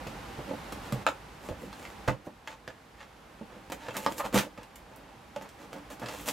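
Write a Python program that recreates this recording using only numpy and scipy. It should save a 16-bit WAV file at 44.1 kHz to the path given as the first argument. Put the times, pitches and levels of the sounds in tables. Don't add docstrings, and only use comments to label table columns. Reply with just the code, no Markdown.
import sys
import numpy as np
from scipy import signal
from scipy.fft import rfft, irfft, next_fast_len
from scipy.io import wavfile

SR = 44100
rng = np.random.default_rng(int(sys.argv[2]) if len(sys.argv) > 2 else 0)


def materialize(psi):
    bounded = np.clip(np.atleast_2d(psi).T, -1, 1)
    quanta = np.round(bounded * 32767).astype(np.int16)
    wavfile.write(sys.argv[1], SR, quanta)


N = 278961

# frequency_hz, density_db_per_hz
RUSH_SPECTRUM = [(15, -34), (25, -20), (49, 6.5), (80, -2), (206, -1), (363, -3.5), (394, -7.5), (439, -4),
                 (734, -6.5), (818, -3), (1020, -5.5), (2610, -14), (9570, -29), (13600, -32), (16000, -44)]
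# centre_hz, width_hz, level_db
HUM_BANDS = [(61.1, 4, -24), (112, 8.7, -27), (790.5, 42, -13.5)]
# start_s, lowest_db
NOISE_DIPS = [(1.03, -48), (2.1, -54.5), (4.42, -53)]
# frequency_hz, likeness (0 to 1)
COHERENCE = [(60, 0.99), (130, 0.96), (290, 0.85), (640, 0.55), (1410, 0.54), (3100, 0.67), (6820, 0.53),
             (15000, 0.99)]
# delay_s, gain (ratio)
WALL_ECHOES = [(.0025, 0.14), (.0083, 0.32), (0.0127, .15), (0.0228, .15)]
# frequency_hz, t60_s
REVERBERATION = [(100, 0.23), (300, 0.23), (1000, 0.16), (4000, 0.16), (13000, 0.17)]
# centre_hz, width_hz, gain_db
BOX_MODES = [(122.6, 14, 3.5), (199.2, 23, 10), (291, 18.8, 15), (532, 97, 9.5), (872, 49, 7),
             (1228, 52, -9), (1697, 30, -8), (2640, 120, -3.5), (3210, 270, -11), (7200, 1500, -1.5),
             (11840, 960, -1)]
BAND_EDGES = [120, 400, 1000, 2800, 8000, 16000]
# start_s, level_db, panel_hz, left_minus_right_db
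BOX_DROPS = [(0.926, -18, 124.5, -0.5), (2.081, -17, 121, -9), (4.36, -26.5, 132, -16)]
# start_s, level_db, panel_hz
PAW_BUMPS = [(.007, -28, 294), (.064, -25, 167), (.385, -25, 141), (.507, -20.5, 528), (.534, -25.5, 239),
             (0.723, -39, 291), (.955, -22.5, 126), (1.49, -28, 638), (1.51, -21, 80), (1.633, -31, 480),
             (2.078, -15.5, 526), (2.085, -15, 530), (2.268, -23.5, 307), (2.676, -26.5, 532),
             (3.410, -24, 207), (3.884, -24.5, 520), (4.345, -19.5, 191), (4.363, -8.5, 521),
             (4.463, -28, 566), (4.576, -30, 578), (5.361, -24, 560)]
# centre_s, half_length_s, rms_db, pitch_hz
TOOTH_GRINDS = [(3.959, 0.021, -41, 1570), (4.205, 0.013, -28.5, 1100), (4.244, .005, -31, 795),
                (4.257, 0.013, -34, 980), (6.027, 0.023, -41, 1180)]
# centre_s, half_length_s, level_db, brightness_db_per_octave, hollowness_db
SCRAPE_STROKES = [(0.496, 0.051, -51.5, -6, 4), (0.855, 0.06, -52.5, -1, 7), (1.46, 0.077, -56.5, -1.7, 1),
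                  (1.63, 0.088, -61, -3, -4), (1.82, 0.17, -57.5, -0.5, 4),
                  (2.081, 0.0087, -30.5, -3.5, 6.5), (2.119, 0.028, -49, -4.3, 13),
                  (2.262, 0.023, -59.5, -1.5, 2), (2.507, 0.068, -50, -0.5, 14.5),
                  (2.707, .035, -56, -2.5, 17), (3.011, 0.061, -50, -0.2, 20),
                  (3.548, 0.094, -57, -4.5, 10), (3.857, 0.13, -50, -1.5, 11.5),
                  (3.972, 0.066, -46, -2.1, 4), (4.039, 0.075, -50, 0.5, 4.5),
                  (4.121, 0.076, -50.5, -1.1, 1), (4.189, 0.037, -50, 0.5, -1.5),
                  (4.255, 0.035, -43, -2, 4), (4.336, .016, -42, -2.5, 1), (4.36, .028, -29.5, -1, 3.5),
                  (4.396, 0.043, -35.5, 0.5, 7.5), (4.438, 0.039, -46, -.5, 14),
                  (4.596, 0.058, -56, -3, 14), (4.969, 0.35, -62, -4, 9), (5.447, 0.033, -53.5, -3.5, 13),
                  (5.622, 0.068, -57, -3, 2), (5.759, 0.069, -54.5, -4, 3.5), (5.924, 0.038, -52, -1.3, 2),
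                  (6.031, .025, -46.5, -4, 3.5), (6.084, .07, -47.5, -2, 6), (6.145, 0.095, -48, -1, 4.5),
                  (6.223, 0.094, -53.5, 0, 0.5), (6.285, 0.043, -41.5, 0.5, 0)]
STROKE_COLOUR = [1.1, 0.83, -0.92, -1.5, -0.51]
# start_s, level_db, brightness_db_per_octave, hollowness_db, spot_pitch_hz
BOARD_SNAPS = [(0.0706, -46.5, 2, 14.5, 2500), (0.7235, -44.5, -2, 1, 1220), (0.9241, -40.5, -3, 0, 1220),
               (1.066, -20, -2.5, 19.5, 1290), (1.087, -44, -1, 7, 1290), (1.4881, -46, -4.5, 0.5, 1250),
               (1.729, -46.5, 1, 18, 1700), (1.852, -42.5, 0.6, 22.5, 2070), (2.0851, -28, -5, 19.5, 1210),
               (2.095, -40, -4.5, 6, 1190), (2.4746, -38.5, -0.5, 18, 1630), (2.6776, -41, -0.5, 18, 1730),
               (3.7, -47.5, -3, 3.5, 960), (3.7208, -39.5, -1.8, 3.5, 1190),
               (3.8841, -39.5, -3.5, 12, 1550), (3.9074, -46, -1.5, 14, 2680), (3.9425, -54, 0, 4, 1340),
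               (3.9679, -41, 0.5, 0, 2000), (4.0635, -25, -3.5, 13.5, 1170), (4.1813, -46, 0.9, 2, 1490),
               (4.3278, -48, -4, 5, 1380), (4.344, -37, -2.7, -5.5, 1250), (4.3768, -30, 1.5, 10, 1020),
               (4.3874, -30.5, 1.5, 13, 900), (4.5765, -49, -2.5, 12, 1230), (4.6318, -53.5, 1.5, 12, 2430),
               (4.7573, -58, 2.5, 2.5, 1030), (4.9605, -77.5, 5, -4, 1270), (5.3612, -42.5, -1.5, 13, 880),
               (5.4126, -52, -4.5, 3, 970), (5.4216, -52.5, -1.8, 3, 950), (5.4904, -58, 3.5, 11.5, 1480),
               (5.7304, -46.5, -2, 6.5, 1380), (5.9026, -52, -1, 3, 1040), (5.9971, -53.5, -2, -0.5, 1120),
               (6.0599, -40.5, 4.5, 30, 1010), (6.086, -41, 1.5, 15.5, 1380), (6.2863, -34, 1.6, 7, 1040),
               (6.2961, -52, -3.5, 8, 1060)]
# frequency_hz, left_minus_right_db
STEREO_LEAN = [(60, -2), (110, -0.5), (200, -2), (380, -2), (700, -2.5), (1290, -2), (2380, -1), (4400, 0),
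               (8120, -1.5), (15000, -1)]

NOISE_DB, SINK_S, HOLD_S, RECOVER_DB_PER_S = -43, 0.012, 0.51, 3
MIDDLE_HZ, HALF_RANGE_OCTAVES = 1647, 2.47
TOP_HZ = 15800


def amp(db):
    return 10 ** (np.asarray(db) / 20)


def unit(x):
    return x / np.sqrt(np.mean(x ** 2) + 1e-20)


def along(points, hz):
    f, v = np.transpose(points)
    return np.interp(np.log(hz + 1), np.log(f + 1), v)


def fade(t, t60):
    return np.exp(-np.log(1000) * t / np.maximum(t60, 1e-4))


def add(track, s, x):
    start = max(round(s * SR), 0)
    part = track[..., start:start + x.shape[-1]]
    part += x[..., :part.shape[-1]]


def filtered(x, response):
    n = x.shape[-1]
    m = next_fast_len(n + SR // 8)
    f = np.fft.rfftfreq(m, 1 / SR)
    return irfft(rfft(x, m) * response(f), m)[..., :n]


def resonances(modes, f):
    return sum(amp(db) * 1j * f * w / (c * c - f * f + 1j * f * w) for c, w, db in modes)


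def panned(pair, lean_db):
    return pair * amp([[lean_db / 2], [-lean_db / 2]])


def diffuse(pair):
    def turn(f):
        return np.arccos(np.clip(along(COHERENCE, f), 0, 1)) / 2

    mid, side = filtered(pair, lambda f: np.array([np.cos(turn(f)), np.sin(turn(f))]))
    return np.array([mid + side, mid - side])


def in_room(x, wet_db, build=0.0014):
    hz, t, z = signal.stft(rng.standard_normal((2, SR // 4)), SR, nperseg=256)
    envelope = fade(t, along(REVERBERATION, hz)[:, None]) * (1 - np.exp(-t / build))
    tail = diffuse(signal.istft(z * envelope, SR, nperseg=256)[1])
    response = amp(wet_db) * tail / np.linalg.norm(tail[0])
    response[:, 0] += 1
    for delay, gain in WALL_ECHOES:
        response[:, round(delay * rng.uniform(.95, 1.05) * SR)] += gain
    return signal.fftconvolve(x[None], response, axes=1)


def board(force, soft_hz=3000, crisp=0.069):
    def response(f):
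        damping = crisp + 1 / (1 + 1j * f / soft_hz)
        return (1 + resonances(BOX_MODES, f)) * damping

    return filtered(force, response)


def band_centres():
    return np.sqrt(np.multiply(BAND_EDGES[:-1], BAND_EDGES[1:]))


def contact(db, brightness, hollowness):
    octaves = np.log2(band_centres() / MIDDLE_HZ)
    return db + brightness * octaves - hollowness * (octaves / HALF_RANGE_OCTAVES) ** 2


def voiced(x, levels_db, span, lowest_hz=130):
    m = 2 * next_fast_len(len(x))
    f = np.fft.rfftfreq(m, 1 / SR)
    spectrum = rfft(x, m) * (1j * f / (lowest_hz + 1j * f)) ** 2
    energy = np.histogram(f, BAND_EDGES, weights=np.abs(spectrum) ** 2)[0]
    power = energy * 2 / (m * span * SR)
    band_gain = np.log(amp(levels_db) / np.sqrt(power))
    log_gain = along(np.transpose([band_centres(), band_gain]), f)
    cepstrum = irfft(log_gain)[:m // 2]
    cepstrum[1:] *= 2
    return irfft(spectrum * np.exp(rfft(cepstrum, m)))[:len(x)]


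def noise_level():
    t = np.arange(N) / SR
    level = np.full(N, float(NOISE_DB))
    for s, low_db in NOISE_DIPS:
        recovered = low_db + RECOVER_DB_PER_S * np.maximum(t - s - HOLD_S, 0)
        creeping = np.minimum(recovered, NOISE_DB)
        sunk = np.clip((t - s) / SINK_S, 0, 1)
        level = level + sunk * (creeping - level)
    return level


def room_noise(level_db=-0.5):
    rush, hum = rng.standard_normal((2, 2, N))
    noise = unit(filtered(rush, lambda f: amp(along(RUSH_SPECTRUM, f))))
    for hz, width_hz, db in HUM_BANDS:
        band = filtered(hum, lambda f: resonances([(hz, width_hz, 0)], f) ** 2)
        noise = noise + amp(db) * unit(band)
    return diffuse(noise) * amp(level_db + noise_level())


def drops(t60=0.08, attack=0.0036, puff_db=-7, puff_time=0.0034, lowest_hz=58):
    out, t = np.zeros((2, N)), np.arange(SR // 5) / SR
    for s, db, hz, lean_db in BOX_DROPS:
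        panel = np.sin(2 * np.pi * hz * t) * fade(t, t60)
        puff = amp(puff_db) * t / puff_time * (2 - t / puff_time) * np.exp(1 - t / puff_time)
        landing = amp(db) * (panel + puff) * (1 - np.exp(-t / attack))
        add(out, s, panned(in_room(landing, wet_db=-8), lean_db))
    return signal.sosfilt(signal.butter(2, lowest_hz, "high", fs=SR, output="sos"), out)


def bumps(level_db=-4, attack=0.003, soft_hz=700, shake_t60=0.068, panel_t60=0.051,
          low_rings_longer=0.091, clatter_db=-2, lean_db=-0.5):
    out, t = np.zeros((2, N)), np.arange(SR // 5) / SR
    padding = signal.butter(2, [80, soft_hz], "band", fs=SR, output="sos")
    for s, db, hz in PAW_BUMPS:
        ring_t60 = panel_t60 * (500 / hz) ** low_rings_longer
        panel = np.sin(2 * np.pi * hz * t) * fade(t, ring_t60)
        shake = board(rng.standard_normal(len(t)) * fade(t, shake_t60))
        shake = signal.sosfilt(padding, shake)
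        clatter = amp(clatter_db) * shake / np.abs(shake).max()
        blow = (panel + clatter) * (1 - np.exp(-t / attack))
        add(out, s, panned(in_room(amp(db + level_db) * blow, wet_db=-10.5), lean_db))
    return out


def grinds(median_slips_per_s=420, uneven=.45, width_hz=650):
    out = np.zeros((2, N))
    for s, half_length, db, hz in TOOTH_GRINDS:
        intervals = np.exp(uneven * rng.standard_normal(40)) / median_slips_per_s
        slips = np.cumsum(intervals)
        pressure = np.sin(np.pi * np.minimum(slips / (2 * half_length), 1))
        force = np.bincount((slips * SR).astype(int), pressure)

        def flutes(f):
            return resonances([(hz, width_hz, 0)], f) * resonances([(hz, 4 * width_hz, 0)], f)

        ring = filtered(board(force), flutes)
        gain = amp(db) * np.sqrt(half_length * SR) / np.linalg.norm(ring)
        add(out, s - half_length, in_room(gain * ring, wet_db=-7.0))
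    return out


def scrapes(level_db=-2, peak_slips_per_s=2000, spiky=0.69, rub=0.13, flutes_per_s=190,
            flute_db=4.0, slip_hz=4500):
    out = np.zeros((2, N))
    for s, half_length, db, brightness, hollowness in SCRAPE_STROKES:
        t = np.arange(int((2 * half_length + .06) * SR)) / SR
        pressure = np.sin(np.pi * np.minimum(t / (2 * half_length), 1)) ** 2
        caught = rng.random(len(t)) < peak_slips_per_s * np.sqrt(pressure) / SR
        grain, size, ridges = rng.standard_normal((3, len(t)))
        clumps = amp(flute_db * np.interp(t * flutes_per_s, np.arange(len(t)), ridges))
        impulses = caught * clumps * np.sign(grain) * np.exp(spiky * size)
        slips = filtered(impulses, lambda f: 1 / (1 + 1j * f / slip_hz))
        force = pressure * (slips + rub * grain)
        levels = contact(db + level_db, brightness, hollowness) + STROKE_COLOUR
        add(out, s - half_length, in_room(voiced(board(force), levels, half_length), wet_db=-3.5))
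    return out


def snaps(level_db=-0.15, crumble=0.19, crumble_t60=0.038, hard_db=-28, spiky=0.87, spot_db=4,
          hollow_ring=0.33, spot_width_hz=100, wet_db=-3.0):
    out, t = np.zeros((2, N)), np.arange(SR // 8) / SR
    for s, db, brightness, hollowness, hz in BOARD_SNAPS:
        grain, size = rng.standard_normal((2, len(t)))
        speed = 1 + amp(db - hard_db) ** 2
        fibres = grain * np.exp(spiky * size) * fade(t, crumble_t60 / speed)
        force = crumble * np.sqrt(speed) * fibres
        force[0] = 2
        spot = [(hz, spot_width_hz, spot_db + hollow_ring * hollowness)]
        ring = filtered(board(force), lambda f: 1.5 + resonances(spot, f))
        levels = contact(db + level_db, brightness, hollowness)
        add(out, s, in_room(voiced(ring, levels, span=0.0097), wet_db))
    return out


def scene():
    return room_noise() + drops() + bumps() + grinds() + scrapes() + snaps()


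def record(dry, ceiling=0.3):
    picked = filtered(dry, lambda f: amp(np.outer([.5, -.5], along(STEREO_LEAN, f))))
    rounded = picked / (1 + (picked / ceiling) ** 4) ** (1 / 4)
    return filtered(rounded, lambda f: f < TOP_HZ)


dry = scene()
out = record(dry)
materialize(out)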